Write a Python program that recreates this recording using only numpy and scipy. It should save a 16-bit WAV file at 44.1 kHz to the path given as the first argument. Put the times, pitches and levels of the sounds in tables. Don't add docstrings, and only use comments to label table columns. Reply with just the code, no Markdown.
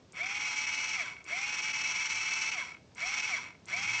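import sys
import numpy as np
from scipy import signal
from scipy.fft import rfft, irfft
from scipy.io import wavfile
from scipy.ndimage import uniform_filter1d

SR = 44100
rng = np.random.default_rng(int(sys.argv[2]) if len(sys.argv) > 2 else 0)


def persist_wave(psi):
    counts = np.round(np.clip(psi, -1, 1) * 32767).astype(np.int16)
    wavfile.write(sys.argv[1], SR, np.atleast_2d(counts).T)


N = 176400
TIME = np.arange(N) / SR
TEETH, MOTOR_TURNS_PER_CUTTER_TURN = 10, 15.15


def from_db(db):
    return 10 ** (np.asarray(db) / 20)


def unit_power(x):
    return x / np.sqrt(np.mean(x ** 2) + 1e-20)


def drift(rate_hz):
    step = 40
    r = np.exp(-2 * np.pi * rate_hz * step / SR)
    slow = signal.lfilter([1], [1, -2 * r, r * r], rng.standard_normal(N // step + 2002))[2000:]
    return np.interp(np.arange(N) / step, np.arange(len(slow)), unit_power(slow))


def resonate(x, hz, width_hz):
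    r = np.exp(-np.pi * width_hz / SR)
    feedback = [1, -2 * r * np.cos(2 * np.pi * hz / SR), r * r]
    return signal.lfilter(np.array([1, 0, -1]) * (1 - r * r) / 2, feedback, x + 1e-18)


def resonate_twice(x, hz, width_hz):
    return resonate(resonate(x, hz, width_hz), hz, width_hz)


def keep_band(x, hz, kind, order=2):
    return signal.sosfilt(signal.butter(order, hz, kind, fs=SR, output="sos"), x)


# frequency in Hz, relative level in dB.
ROOM_SPECTRUM = [(25, -27.5), (50, -12.5), (100, -3), (170, -5), (300, -7), (600, -13.5), (1200, -21.5),
                 (2500, -25), (6000, -27), (8500, -37)]

def room_tone(level_db=-59.5):
    hz, db = np.transpose(ROOM_SPECTRUM)
    frequencies = np.arange(N // 2 + 1) * SR / N
    colour = from_db(np.interp(np.log(frequencies + 1), np.log(hz), db))
    return from_db(level_db) * unit_power(irfft(rfft(rng.standard_normal(N)) * colour, N))


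def room_echo(x, level_db=-9, fade_s=0.28):
    t = TIME[:SR // 2]
    tail = rng.standard_normal(len(t)) * from_db(-60 * t / fade_s) * (t > .003)
    return from_db(level_db) * signal.fftconvolve(x, tail / np.linalg.norm(tail))[:N]


# middle and length in seconds, pitch and filter width in Hz, level in dB.
GRIP_SHIFTS = [(3.064, 0.083, 47, 9.1, -67), (3.818, 0.14, 160, 74, -59.5), (3.912, 0.27, 103, 29, -57.5)]

def hand_rumble():
    out = 0
    for s, length, hz, width, db in GRIP_SHIFTS:
        swell = np.exp(-2 * ((TIME - s) / length) ** 2)
        out += from_db(db) * swell * unit_power(resonate_twice(rng.standard_normal(N), hz, width))
    return out


# time in seconds, relative level in dB.
SWITCH_TICKS = [(.1225, -36), (1.2425, -36), (2.9495, -38), (3.6565, -35)]
# pitch and width in Hz, added level in dB, delay in seconds.
CONTACT_RINGS = [(6560, 1500, 1, 0), (8400, 170, -10.5, 0.0037)]

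def switch():
    out = np.zeros(N)
    for hz, width, ring_db, delay in CONTACT_RINGS:
        clicks = np.zeros(N)
        for s, db in SWITCH_TICKS:
            clicks[int((s + delay) * SR)] = from_db(db + ring_db)
        out += resonate(clicks, hz, width) * SR / (2 * np.pi * width)
    return out


# switch-on, switch-off and coasting time in seconds, top speed in turns
# per second, the cutter's starting angle in turns, relative level in dB.
MOTOR_RUNS = [(0.124, 0.948, 0.31, 289.6, 0.046, 1), (1.242, 2.524, .265, 291.7, -0.041, 1.5),
              (2.95, 3.281, .28, 296.8, -0.004, 2.5), (3.656, 4.052, .27, 296, 0.018, 2.5)]

def motor_motion(spin_up_s=.048, creep_s=.2, creep_share=.13):
    speed, rotor, cutter = np.zeros((3, N))
    for on, off, coast, top_hz, angle, _ in MOTOR_RUNS:
        driven = np.clip(TIME - on, 0, off - on)
        rise = 1 - (1 - creep_share) * np.exp(-driven / spin_up_s)
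        rise -= creep_share * np.exp(-driven / creep_s)
        fall = np.clip(1 - (TIME - off) / coast, 0, 1) ** 1.15
        run_speed = np.maximum(rise, 0) * fall
        turns = np.cumsum(run_speed * top_hz) / SR
        speed, rotor = speed + run_speed, rotor + turns
        cutter = np.where(TIME >= on, angle + turns / MOTOR_TURNS_PER_CUTTER_TURN, cutter)
    return speed, rotor, cutter


def motor_hum(speed, rotor, poles=3):
    tugs = np.sqrt(2) * np.sin(2 * np.pi * poles * rotor) * from_db(-51 + drift(12))
    hum = keep_band(tugs * np.minimum(speed / 0.75, 1) ** 4, 630, "high")
    return 0.2 * hum + 1.65 * resonate(hum, hz=694, width_hz=120)


# time in seconds, depth of the dip in dB.
SLACK_MOMENTS = [(.253, 9.5), (0.384, 5), (.662, 8), (1.424, 3.5), (1.614, 8), (1.725, 11), (2.08, 8),
                 (2.303, 4), (2.452, 0.5), (2.508, 9.5), (3.218, 5)]

def gear_load(cutter, ease_db=4.8, slack_s=0.0031):
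    ease = (.5 + .5 * np.cos(2 * np.pi * cutter)) ** 3.5
    slack_db = sum(depth * np.exp(-.5 * ((TIME - s) / slack_s) ** 2) for s, depth in SLACK_MOMENTS)
    latest_first = MOTOR_RUNS[::-1]
    run_db = np.select([TIME >= run[0] for run in latest_first], [run[-1] for run in latest_first])
    return from_db(run_db - ease * (ease_db + drift(19)) - slack_db)


# vibrations per motor turn, the shell's ringing pitch and filter width
# in Hz, relative level in dB.
COASTING_TONES = [(5, 1290, 180, -47), (6, 1000, 120, -46.5), (9, 1600, 270, -45.5), (10, 1000, 160, -54.5),
                  (17, 3330, 310, -44)]

def coasting_whirr(speed, rotor):
    coasting = uniform_filter1d(1. * (np.gradient(speed) < 0), size=900)
    out = 0
    for per_turn, hz, width, db in COASTING_TONES:
        tone = np.sin(2 * np.pi * per_turn * rotor) * coasting * from_db(db + 2 * drift(80))
        out += resonate_twice(tone, hz, width)
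    return out


# time in seconds, level in dB when right on their pitch.
FLARE_STRENGTH = [(.2, -27.5), (1.0, -28.5), (1.33, -29), (2.58, -31.5), (3.03, -30.5), (3.34, -26.5),
                  (3.74, -28)]

def gear_flare(angle):
    tooth_tone = np.sin(TEETH * angle) * from_db(1.1 * drift(80))
    strength = from_db(np.interp(TIME, *np.transpose(FLARE_STRENGTH)))
    return strength * resonate_twice(tooth_tone, hz=2246, width_hz=220)


# vibrations per motor turn, relative level in dB.
WHINE_TONES = [(5, -60.5), (8, -41.5), (9, -39.5), (10, -46.5), (11, -55.5), (19, -55), (20, -54.5)]

def gear_whine(speed, rotor, load, wobble_turns=0.0049, waver_db=2.5):
    angle = 2 * np.pi * (rotor + wobble_turns * drift(38))
    tones = sum(from_db(db + waver_db * drift(24)) * np.cos(per_turn * angle)
                for per_turn, db in WHINE_TONES)
    return tones * load * speed ** 4.1 + gear_flare(angle)


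# time in seconds, treble boost in dB.
TREBLE_CURVE = [(.15, -5), (.31, -2.5), (.42, 0), (.65, 2), (1.0, 0), (1.4, 0), (2.0, 2), (2.43, 2.5),
                (2.58, -1), (2.72, 4.5), (3.0, 1.5), (3.2, 0.5), (3.4, 0.5), (3.9, 1)]

def treble_gain(cutter, swell_db=0.5, flutter_db=1.7):
    swell = swell_db * np.cos(2 * np.pi * cutter)
    return from_db(np.interp(TIME, *np.transpose(TREBLE_CURVE)) + swell + flutter_db * drift(100))


# pitch and width in Hz, relative level in dB.
SHELL_RINGS = [(246, 51, -12), (425, 142, -21.5), (678, 154, -21), (993, 99, -15), (1301, 152, -14.5),
               (1525, 157, -14.5), (2177, 110, -1), (2283, 75.6, -0.5), (2565, 99, -7.5), (2957, 55, -14),
               (3258, 110, -13.5), (3623, 80, -17), (4200, 570, -21), (5843, 383, -7), (5795, 700, -10.5),
               (7740, 1800, -30.5)]

def plastic_shell(force, speed, treble):
    out = 0
    for k, (hz, width, db) in enumerate(SHELL_RINGS):
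        speed_power = max(0.64 + 0.32 * np.log2(hz / 2200), .3)
        drive = force * (speed + 1e-6) ** speed_power * (treble if hz > 3900 else 1)
        out += (-1) ** k * from_db(db) * resonate(drive, hz, width)
    return out


# time in seconds, strength in dB.
SLACK_KNOCKS = [(1.105, -46), (1.165, -38), (1.262, -47), (2.669, -45), (2.717, -39.5), (2.747, -40.5),
                (2.767, -44.5), (2.981, -41.5), (3.44, -40.5), (3.55, -52)]

def gear_knocks():
    hits = np.zeros(N)
    for s, db in SLACK_KNOCKS:
        hits[int(s * SR)] = from_db(db)
    softened = keep_band(hits + 1e-18, [1200, 3000], "band")
    ring = plastic_shell(softened, speed=1, treble=0.88)
    return ring * hits.max() / np.abs(ring).max()


# pitch and filter width in Hz, relative level in dB.
SLAP_RINGS = [(2480, 190, -5), (5604, 470, 1.5), (6045, 730, 0)]

def gear_slap(speed, rotor, load, treble, level_db=-48, jitter_turns=.06, spread_db=3):
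    turns = np.arange(1, 1200)
    late, size = rng.standard_normal((2, len(turns)))
    hit_samples = np.searchsorted(rotor, turns + jitter_turns * late)
    hits = np.bincount(hit_samples, from_db(spread_db * np.minimum(size, 1)), N + 1)[:N]
    hits *= load * speed ** 2.6 * treble
    rings = sum(from_db(db) * resonate_twice(hits * rng.uniform(0.17, 1, N), hz, width)
                for hz, width, db in SLAP_RINGS)
    return from_db(level_db) * unit_power(rings)


def gear_rattle(speed, rotor, load, treble, level_db=-37.5, jitter_teeth=.6):
    teeth = np.arange(1, 12000)
    late, size_db = rng.standard_normal((2, len(teeth)))
    hit_samples = np.searchsorted(rotor, (teeth + jitter_teeth * late) / TEETH)
    hits = np.bincount(hit_samples, from_db(np.minimum(size_db, 2)), N + 1)[:N]
    knocks = unit_power(keep_band(hits, 600, "high"))
    rubbing = 0.1 * speed * rng.standard_normal(N)
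    off_centre = np.exp(0.37 * np.cos(2 * np.pi * rotor))
    loose_db = 1.5 * np.exp(-.5 * ((speed - 0.65) / 0.13) ** 2) * (np.gradient(speed) < 0)
    force = (knocks + rubbing) * off_centre * load * from_db(loose_db)
    return from_db(level_db) * unit_power(plastic_shell(force, speed, treble))


def scene():
    speed, rotor, cutter = motor_motion()
    load, treble = gear_load(cutter), treble_gain(cutter)
    clatter = gear_rattle(speed, rotor, load, treble) + gear_slap(speed, rotor, load, treble)
    clatter += gear_knocks() + switch()
    tones = gear_whine(speed, rotor, load) + coasting_whirr(speed, rotor) + motor_hum(speed, rotor)
    return (clatter + room_echo(clatter) + tones + hand_rumble() + room_tone())[None]


def record(dry, dull_hz=8030, cutoff_hz=8750):
    dull = keep_band(dry, dull_hz, "low", order=8)
    return signal.sosfilt(signal.ellip(12, .3, 80, cutoff_hz, fs=SR, output="sos"), dull)


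dry = scene()
out = record(dry)
persist_wave(out)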